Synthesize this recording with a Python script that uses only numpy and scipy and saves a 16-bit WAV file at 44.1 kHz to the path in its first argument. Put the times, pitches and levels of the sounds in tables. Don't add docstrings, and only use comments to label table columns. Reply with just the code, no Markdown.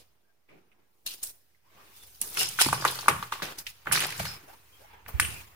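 import sys
import numpy as np
from scipy import signal
from scipy.io import wavfile
from scipy.ndimage import uniform_filter1d

SR = 44100
rng = np.random.default_rng(int(sys.argv[2]) if len(sys.argv) > 2 else 0)


def store_wav(level_fs):
    pcm = np.round(np.clip(np.atleast_2d(level_fs), -1, 1) * 32767)
    wavfile.write(sys.argv[1], SR, pcm.T.astype(np.int16))


N = 245019


def gain_of(db):
    return 10 ** (np.asarray(db) / 20)


def evened(x):
    return x / np.sqrt(np.mean(x ** 2) + 1e-20)


def read(points, hz):
    point_hz, value = np.transpose(points)
    return np.interp(np.log(hz + 1), np.log(point_hz + 1), value)


def sides(pan_db):
    return gain_of(np.array([pan_db, -pan_db]) / 2)


def add(mix, start_s, sound):
    part = mix[:, round(start_s * SR):][:, :sound.shape[1]]
    part += sound[:, :part.shape[1]]


def blend(levels_db, values):
    power = gain_of(levels_db) ** 2
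    total = power.sum(axis=0)
    return 10 * np.log10(total), [(power * v).sum(axis=0) / total for v in values]


# (frequency [Hz], left-right correlation [0-1])
LIKENESS = [(50, 0.49), (200, 0.69), (400, 0.77), (800, 0.12), (1500, 0.015), (12000, 0.0087)]


def coloured(x, spectrum_db, size=256):
    overlap = size * 3 // 4
    hz, t, z = signal.stft(x, SR, nperseg=size, noverlap=overlap)
    same = np.clip(read(LIKENESS, hz), 0, 1)[:, None]
    patches = uniform_filter1d(rng.standard_normal(z[0].shape), size=3, axis=0)
    patches = evened(uniform_filter1d(patches, size=14, axis=1))
    gain = gain_of(spectrum_db(hz[:, None], t) + 2.2 * patches)
    gain = gain / np.sqrt(np.mean(gain ** 2, axis=0))
    right = same * z[0] + np.sqrt(1 - same ** 2) * z[1]
    z = np.array([z[0], right]) * gain
    return signal.istft(z, SR, nperseg=size, noverlap=overlap)[1][:, :N]


def random_sizes(per_s, spread_db):
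    size = gain_of(spread_db * np.minimum(rng.exponential(1, N), 4))
    return size * (rng.random(N) < per_s / SR)


def grains(per_s, spread_db, t60_s, share):
    decay = gain_of(-60 / t60_s / SR)
    flares = evened(signal.lfilter([1], [1, -decay], random_sizes(per_s, spread_db)))
    share = np.clip(share, 0, .5)
    return (np.sqrt(1 - share) + share * flares) * rng.standard_normal((2, N))


def resonate(x, hz, width_hz):
    turn = np.exp(2j * np.pi * np.cumsum(hz) / SR)
    r = np.exp(-np.pi * width_hz / SR)
    smoothed = signal.lfilter([1], np.convolve([1, -r], [1, -r]), x / turn)
    return (turn * smoothed).real


# (frequency [Hz], relative density [dB per Hz])
HISS_SPECTRUM = [(35, -34.5), (60, -11), (489, -22), (697, -15.5), (1230, -31.5), (2200, -23.5),
                 (13000, -42), (16800, -40)]
HISS_DB = -70.5


def hiss():
    noise = rng.standard_normal((2, N))
    return gain_of(HISS_DB) * coloured(noise, lambda hz, u: read(HISS_SPECTRUM, hz) + 0 * u, size=1024)


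WALLS_T60_S, WALLS_DB = 0.41, -9.5


def walls(x):
    length, step = SR // 2, 20
    taps = np.zeros((2, length))
    grid = np.arange(100, length - step, step)
    at = grid + rng.integers(0, step, (2, len(grid)))
    np.put_along_axis(taps, at, rng.choice([-1., 1.], at.shape), 1)
    taps *= gain_of(-60 * np.arange(length) / SR / WALLS_T60_S)
    return signal.fftconvolve(x, taps / np.linalg.norm(taps[0]), axes=1)[:, :N]


# (peak time [s], level [dB], fade [dB/s], centre [Hz], left-right difference [dB])
CAMERA_JOLTS = [(2.048, -61, 56, 64, -11), (2.41, -49.5, 69, 150, 1.5), (2.68, -35.5, 63.5, 133.5, 0.5),
                (3.117, -39, 103, 121.5, -0.5), (3.91, -40.5, 61.5, 143, 0), (4.21, -36, 139, 121, 0.5),
                (5.207, -42, 95, 80.9, -24.5)]
JOLT_RISE_DB_PER_S = 500.5
# (time [s], level [dB])
HAND_SWAY = [(0, -62), (.28, -77), (2.3, -63.5), (3.76, -62), (4.53, -64), (5.0, -57.5), (5.1, -54),
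             (5.56, -56.5)]
SWAY_HZ, SWAY_PAN_DB = 73.4, -3


def shake():
    at, peak_db, fade, jolt_hz, jolt_pan_db = np.transpose(CAMERA_JOLTS)[:, :, None]
    s = np.arange(0, N / SR, .002)
    since = s - at
    jolts_db = peak_db + np.minimum(JOLT_RISE_DB_PER_S * since, -fade * since)
    sway_db = np.interp(s, *np.transpose(HAND_SWAY))
    levels_db = np.vstack([np.maximum(jolts_db, -200), sway_db])
    centres_hz = np.vstack([jolt_hz, [SWAY_HZ]])
    pans_db = np.vstack([jolt_pan_db, [SWAY_PAN_DB]])
    db, (hz, pan_db) = blend(levels_db, [centres_hz, pans_db])
    t, noise = np.arange(N) / SR, rng.standard_normal((2, N))
    stereo = noise[0] + 0.083 * noise[1] * np.array([[1], [-1]])
    low = resonate(stereo, np.interp(t, s, hz), 73)
    low = signal.sosfilt(signal.butter(4, 42, "high", fs=SR, output="sos"), low)
    steady = low / np.sqrt(uniform_filter1d((low ** 2).mean(axis=0), 1800) + 1e-9)
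    return steady * gain_of(np.interp(t, s, db)) * sides(np.interp(t, s, pan_db))


# (width [Hz], rows of (time [s], level [dB], pitch [Hz]))
RUBBED_PIECES = [(80, [(.225, -69, 1583), (.29, -59, 1618), (.32, -65, 1570)]), (350, [(.49, -57, 450),
                 (.535, -48, 400), (.62, -66, 327)]), (700, [(.484, -53.5, 2340), (.54, -57, 2260),
                 (.6, -67, 2390)]), (700, [(.716, -54, 2500), (.736, -61, 2500)]), (200, [(.79, -57.5, 280),
                 (.85, -68, 260)]), (400, [(1.062, -46, 2850), (1.145, -57, 2860)]),
                 (700, [(1.062, -34, 4240), (1.1, -46.5, 4170), (1.152, -63, 4200)]),
                 (250, [(1.545, -55, 2060), (1.568, -73, 2060)]), (150, [(1.635, -56, 860),
                 (1.71, -70, 1150), (1.81, -50.5, 1160), (1.86, -64, 1200)]), (80, [(1.94, -52.5, 3520),
                 (1.975, -57, 3590), (2.065, -55.5, 3440)]), (450, [(2.37, -38, 5300), (2.41, -30.5, 5280),
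                 (2.5, -46, 5200)]), (150, [(2.398, -28, 2880), (2.428, -34, 2800)]),
                 (151, [(2.588, -18.5, 1410), (2.615, -39, 1420)]), (220, [(2.6, -33, 4940),
                 (2.645, -30, 5150), (2.7, -52, 5180), (2.96, -46, 4860)]), (240, [(4.272, -35.5, 5160),
                 (4.33, -49, 5180), (4.42, -64, 5150)]), (151, [(4.722, -54.5, 3210), (4.8, -65, 3210)]),
                 (200, [(4.47, -51.5, 594), (4.52, -50.5, 810), (4.57, -55, 1033)]),
                 (260, [(4.79, -57, 383), (4.865, -47.5, 894)]), (170, [(4.87, -65, 1000), (4.94, -49, 924),
                 (5.05, -62, 910)]), (557, [(5.203, -26, 2230), (5.235, -42, 3020), (5.43, -52.5, 2380)]),
                 (1000, [(5.203, -32.5, 9000), (5.26, -38, 9000), (5.36, -53, 9100)])]
SING_HZ = 130


def tinkles():
    out, strikes = np.zeros((2, N)), grains(300, 2.6, .006, .3)
    for width_hz, rows in RUBBED_PIECES:
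        s, db, hz = np.transpose(rows)
        t = np.arange(s[0], s[-1], 1 / SR)
        pitch_hz = np.interp(t, s, hz)
        rubbing = strikes[:, round(s[0] * SR):][:, :len(t)]
        ring = evened(resonate(rubbing, pitch_hz, width_hz))
        tone = np.sqrt(2) * np.sin(2 * np.pi * np.cumsum(pitch_hz) / SR)
        sings = np.clip(1 - width_hz / SING_HZ, 0, 1)
        level = gain_of(np.interp(t, s, db)) * signal.windows.tukey(len(t), .15)
        add(out, s[0], ((1 - sings) * ring + sings * tone) * level)
    return out


# (time [s], nominal peak [dB], pitch [Hz], t60 [s], left-right difference [dB])
SHARD_SNAPS = [(1.232, -10.5, 8950, 0.061, -4), (2.214, 0.5, 9800, 0.022, -2.5),
               (2.488, -17.5, 9500, 0.03, -18), (2.609, -1.5, 9300, 0.066, -11),
               (2.665, -11, 9100, 0.049, -7), (2.7282, -9.5, 9600, 0.05, -2), (2.81, -22.5, 4970, 0.21, 4),
               (2.8777, -7.5, 3800, 0.073, 4), (2.911, -12.5, 10200, 0.028, -1.5),
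               (2.988, -15.5, 4470, 0.056, 1), (3.0084, -20.5, 5700, 0.037, 14.5),
               (3.0826, -2, 9650, 0.049, -1), (3.225, -23.5, 3630, 0.051, 8),
               (3.324, -17.5, 3770, 0.039, 8), (3.4206, -18.5, 3720, 0.14, 0),
               (3.5853, -17, 5200, 0.05, 0.5), (3.667, -19.5, 4620, 0.041, 6),
               (3.922, -10.5, 10150, 0.07, -25.5), (3.927, -5, 10100, 0.028, 12.5),
               (3.96, -4, 4500, 0.049, 0.5), (4.0036, -10.5, 9700, 0.028, -14),
               (4.177, -19.5, 7540, 0.05, 0), (4.198, -21.5, 4240, 0.12, 4.5), (4.252, -20, 4500, 0.23, 3),
               (5.0817, -28.5, 14000, 0.11, 16.5), (5.1977, 0.5, 10060, 0.035, -3.5)]
CREST_DB = 16


def snaps():
    out, t = np.zeros((2, N)), np.arange(8000) / SR
    noises = rng.standard_normal((len(SHARD_SNAPS), 2, 8000))
    attack = 1 - np.exp(-t / .0006)
    for (s, db, hz, t60_s, pan_db), noise in zip(SHARD_SNAPS, noises):
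        rung = signal.lfilter(*signal.iirpeak(min(hz, 15000), 4.5, SR), noise)
        wide = signal.lfilter(*signal.butter(2, 3000, "high", fs=SR), noise)
        decay = gain_of(-60 * t / max(t60_s, .004))
        burst = (evened(rung) + 0.04 * wide) * attack * decay
        add(out, s, sides(pan_db)[:, None] * gain_of(db - CREST_DB) * burst)
    return out


# (time [s], nominal peak [dB], pitch [Hz], blow length [cycles of the pitch], left-right difference [dB])
SCRAP_KNOCKS = [(2.589, -16, 1470, 1.9, -5), (2.664, -20, 243, 1.07, 0.5), (2.663, -24.5, 855, 3.5, 0),
                (2.687, -19.5, 942, 2.7, -2), (2.729, -10, 999, 2.44, -2), (2.741, -39, 920, 3.4, -1),
                (2.824, -21, 1065, 0.89, -4), (2.843, -22, 1030, 4.5, 0), (2.8514, -8.5, 1026, 2.38, -2.5),
                (2.924, -32.5, 910, 4.4, 0), (2.989, -28, 970, 1.7, 0), (3.03, -34.5, 940, 2.5, 0),
                (3.06, -30, 1000, 1.9, -12), (3.0826, -3, 1065, 3.16, 1.5), (3.227, -22, 1050, 2.8, -2.5),
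                (3.324, -18, 1035, 3.24, 0), (3.357, -32.5, 1000, 1.45, 2), (3.4, -34, 1040, 4, -5),
                (3.421, -21, 1430, 1.55, -4), (3.447, -35.5, 1000, 1.6, 0), (3.667, -30.5, 2395, 2.8, -21),
                (3.859, -35, 1115, 2.5, -1.5), (3.8716, -20.5, 1330, 3.6, -2.5),
                (3.914, -17, 1410, 2.6, -5), (3.956, -17.5, 1560, 1.84, -17.5),
                (3.975, -18, 1520, 1.6, -10), (4.006, -19.5, 2800, 6.1, 0), (4.013, -23, 1700, 2, -7),
                (4.022, -19.5, 1720, 2.1, -7), (4.126, -28.5, 2000, 2.8, -12), (4.199, -29.5, 634, 5.2, -6),
                (4.199, -32.5, 105, 6.8, -1), (4.253, -28, 1050, 2, 2), (4.267, -34.5, 1430, 7.2, -6),
                (5.063, -31, 1700, 1.6, -2), (5.09, -35, 955, 1.9, -3), (5.141, -37, 62, 2, -32),
                (5.1983, -4.5, 1625, 1.81, -0.5), (5.227, -26, 2480, 5.5, 3), (5.249, -25.5, 2400, 12, -4)]
# (ratio to the pitch, level [dB], t60 at low pitch [s])
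SCRAP_MODES = [(0.777, -18.5, 0.018), (0.998, -16.5, 0.074), (1.62, -8.5, .02)]
RING_HZ = 1150
LAG_S = 0.000091
BOUNCE_S, BOUNCE_DB = .0034, -8


def knocks():
    out = np.zeros((2, N))
    t = np.maximum(np.arange(4000) / SR - np.array([[LAG_S], [0]]), 0)
    for s, db, hz, cycles, pan_db in SCRAP_KNOCKS:
        part = np.clip(t * hz / max(cycles, 1), 0, 1)
        swell = np.sin(np.pi * part ** 0.57)
        blow = -swell * np.sin(2 * np.pi * hz * t * (1.3 - 0.26 * part))
        shorter = max(hz / RING_HZ, 1) ** 3
        ring = 0
        for ratio, mode_db, t60_s in SCRAP_MODES:
            decay = gain_of(mode_db - 60 * t / t60_s * shorter)
            ring = ring + decay * np.sin(2 * np.pi * ratio * hz * t)
        add(out, s, sides(pan_db)[:, None] * gain_of(db) * (blow + part * ring))
        add(out, s + BOUNCE_S, sides(-pan_db)[:, None] * gain_of(db + BOUNCE_DB) * blow)
    return out


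# (peak time [s], rise [s], fine grit burst [dB], coarse rubble burst [dB], settling grit [dB],
#  settling rubble [dB], settling fade [dB/s], grit tilt [dB/octave], rubble tilt [dB/octave])
SOLE_CRUSHES = [(.505, 0.054, -78, -67, -67.5, -51, 66, -14, -5.5),
                (1.064, 0.0068, -31.5, -77, -40.5, -56.5, 37, -4.5, 0),
                (1.229, 0.0033, -38, -73, -38.5, -57.5, 114, 4, 0),
                (2.217, 0.0028, -30.5, -49, -42, -52, 41, 1, -3.5),
                (2.374, 0.019, -43, -33, -30.5, -60.5, 98, -4, 4.5),
                (2.412, 0.13, -41, -52, -27, -34.5, 111, -6, 2),
                (2.591, 0.004, -35, -47, -30.5, -42, 147.5, -5, 12),
                (2.615, 0.05, -18, -25.5, -26, -31, 128, -5.5, 3.5),
                (2.728, 0.0043, -35, -26, -40.5, -42, 27.5, -6, -1),
                (2.851, 0.006, -28.5, -21.5, -35.5, -40.5, 60.5, -5, 1.5),
                (3.083, 0.0037, -25, -20, -37, -29.5, 153, -8, 0),
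                (3.227, 0.0027, -41.5, -39, -86, -54.5, 53.5, -5, 1.5),
                (3.322, 0.0036, -36.5, -34, -42.5, -44, 114, -8.5, 2.5),
                (3.423, 0.0021, -34.5, -32.5, -40.5, -39, 63, -9, -1.5),
                (3.585, 0.0072, -35, -51, -44, -56, 139, 2, -2),
                (3.669, 0.0063, -49, -37, -45.5, -71, 69.5, -4.5, 20.5),
                (3.871, 0.01, -62, -32, -51.5, -41, 58.5, 0.5, -1),
                (3.925, 0.016, -23, -36, -29, -31.5, 43, -7.5, 2.5),
                (4.046, 0.022, -38, -48, -52, -36.5, 78.5, -9.5, 1.5),
                (4.198, 0.022, -33.5, -32, -41, -41, 72.5, -2.5, 3),
                (4.254, 0.012, -39, -39, -54, -56, 44, 3.5, 7),
                (5.084, 0.018, -51, -47, -54.5, -51, 22, -4.5, -0.5),
                (5.199, 0.002, -27, -58, -40.5, -48, 46, -4.5, -2)]
BURST_DB_PER_S, RISE_DB = 611.5, 36
GATE_CLOSINGS = [1.147, 1.32, 2.449, 3.523, 3.628, 3.722, 4.056, 4.347]
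GATE_DROP_DB, GATE_DROP_S = 4, 0.0029


def tread(t, peak_db, settle_db, tilt, rustle_db, rustle_tilt):
    s, rise_s, fade = np.transpose(SOLE_CRUSHES)[[0, 1, 6], :, None]
    since = t - s
    rise_db = RISE_DB * np.minimum(since, 0) / np.maximum(rise_s, .002)
    after = np.maximum(since, 0)
    burst_db = peak_db[:, None] + rise_db - BURST_DB_PER_S * after
    gated = sum((s < closing) * np.clip((t - closing) / GATE_DROP_S, 0, 1) for closing in GATE_CLOSINGS)
    tail_db = settle_db[:, None] + rise_db - fade * after - GATE_DROP_DB * gated
    levels_db = np.vstack([burst_db, tail_db, rustle_db[None]])
    tilts = np.vstack([np.tile(tilt, 2)[:, None] + 0 * t, rustle_tilt[None]])
    db, (mixed_tilt,) = blend(np.maximum(levels_db, -200), [tilts])
    return db, mixed_tilt


CHIPS_PER_S, CHIPS_DB, CHIP_CYCLES = 350, -7, 80


def chips(spectrum, top_hz):
    t, out = np.arange(3000) / SR, np.zeros((2, N))
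    size = random_sizes(CHIPS_PER_S, 5.1)
    pitches = np.geomspace(top_hz / 10, top_hz, 40) * rng.uniform(0.99, 1.03, 40)
    which = rng.integers(0, len(pitches), N)
    side = rng.integers(0, 2, N) == np.array([[0], [1]])
    for k, hz in enumerate(pitches):
        decay = gain_of(read(spectrum, hz) - 60 * t * hz / CHIP_CYCLES)
        ping = decay * np.sin(2 * np.pi * hz * t) * hz / pitches[-1]
        out += signal.oaconvolve(size * (which == k) * side, ping[None], axes=1)[:, :N]
    return gain_of(CHIPS_DB) * evened(out)


# (frequency [Hz], relative density [dB per Hz])
GRIT_SPECTRUM = [(1290, -43), (2200, -18.5), (2780, -8.5), (4080, -6), (5290, -4), (7830, -5.5), (9490, -1),
                 (12600, -1.5), (15200, 6), (16200, -13.5)]
# (frequency [Hz], relative density [dB per Hz])
RUBBLE_SPECTRUM = [(110, -42.5), (180, 3.5), (243, -10.5), (363, 2.5), (489, -1.5), (609, -4.5), (811, 1),
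                   (2470, -0.5), (2780, -4), (4000, -16.5), (5200, -40), (8800, -120)]
# (time [s], fine grit [dB], grit tilt [dB/octave], coarse rubble [dB], rubble tilt [dB/octave])
FAINT_RUSTLE = [(0, -48, -7, -52.5, -5.5), (.04, -59, -6.5, -64.5, -1), (.15, -65.5, -5.5, -63.5, -4),
                (.47, -67.5, -5, -68, -2), (.8, -67.5, -5.5, -62, -1.5), (1.0, -61.5, -2, -65.5, -5),
                (1.62, -66, -6, -66.5, -0.5), (1.78, -55.5, -7.5, -51.5, -2), (1.92, -52.5, -5, -54.5, -1),
                (1.96, -49, -4, -57.5, -0.5), (2.2, -49.5, -2, -61.5, -2), (3.8, -57, -8, -57.5, 0.5),
                (4.4, -57.5, -6, -52, -1.5), (4.53, -52.5, -2, -52, -1), (4.62, -57, -4, -59, -1),
                (4.821, -53.5, -4, -55, 0.5), (4.95, -60.5, -6.5, -50, 1), (5.05, -61.5, -7.5, -57, -0.5),
                (5.556, -83, -14, -56, 1.5)]
DULLING_DB_PER_OCTAVE = 25.5


def crunch():
    rows, bed = np.transpose(SOLE_CRUSHES), np.transpose(FAINT_RUSTLE)
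    s, t = np.arange(0, N / SR, .001), np.arange(N) / SR
    bed = [np.interp(s, bed[0], column) for column in bed[1:]]
    grit_db, grit_tilt = tread(s, rows[2], rows[4], rows[7], bed[0], bed[1])
    rubble_db, rubble_tilt = tread(s, rows[3], rows[5], rows[8], bed[2], bed[3])
    grit_db, rubble_db = np.interp(t, s, grit_db), np.interp(t, s, rubble_db)
    hard = np.clip((grit_db + 54.0) / 22, 0, 1)

    def grit_field(hz, u):
        tilt = np.interp(u, s, grit_tilt) * np.log2(np.clip(hz, 2500, 11000) / 7000)
        octaves_above = np.log2(np.maximum(hz / 11000, 1))
        dulling = DULLING_DB_PER_OCTAVE * np.interp(u, t, hard) * octaves_above
        return read(GRIT_SPECTRUM, hz) + tilt - dulling

    def rubble_field(hz, u):
        tilt = np.interp(u, s, rubble_tilt) * np.log2(np.clip(hz, 250, 3500) / 900)
        return read(RUBBLE_SPECTRUM, hz) + tilt

    grit = coloured(grains(300, 4.5, .01, .4 * np.sqrt(hard)), grit_field)
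    rubble = coloured(grains(170, 4.5, .01, .46 * np.sqrt(hard)), rubble_field, size=512)
    grit = grit + hard * chips(GRIT_SPECTRUM, 13980)
    rubble = rubble + hard * chips(RUBBLE_SPECTRUM, 4487)
    return gain_of(grit_db) * grit + gain_of(rubble_db) * rubble


def scene():
    hits = knocks() + snaps()
    echoes = gain_of(WALLS_DB) * walls(hits)
    return hiss() + shake() + tinkles() + hits + echoes + crunch()


# (level [dB], gain [dB])
EXPANDER_CURVE = [(-63, -12), (-55, -7), (-51, -7), (-48, 0)]
CONVERTER_OFFSET = [
    [-0.0011],
    [-0.002],
]
EDGE_HZ = 16050


def record(dry):
    power = abs(uniform_filter1d(dry.mean(axis=0) ** 2, 900))
    level_db = 10 * np.log10(power + 1e-12)
    gain_db = uniform_filter1d(np.interp(level_db, *np.transpose(EXPANDER_CURVE)), 300)
    turned = (dry + CONVERTER_OFFSET) * gain_of(gain_db)
    low_pass = signal.firwin(511, EDGE_HZ, window=("kaiser", 9), fs=SR)
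    return signal.oaconvolve(turned, low_pass[None], "same")


dry = scene()
out = record(dry)
store_wav(out)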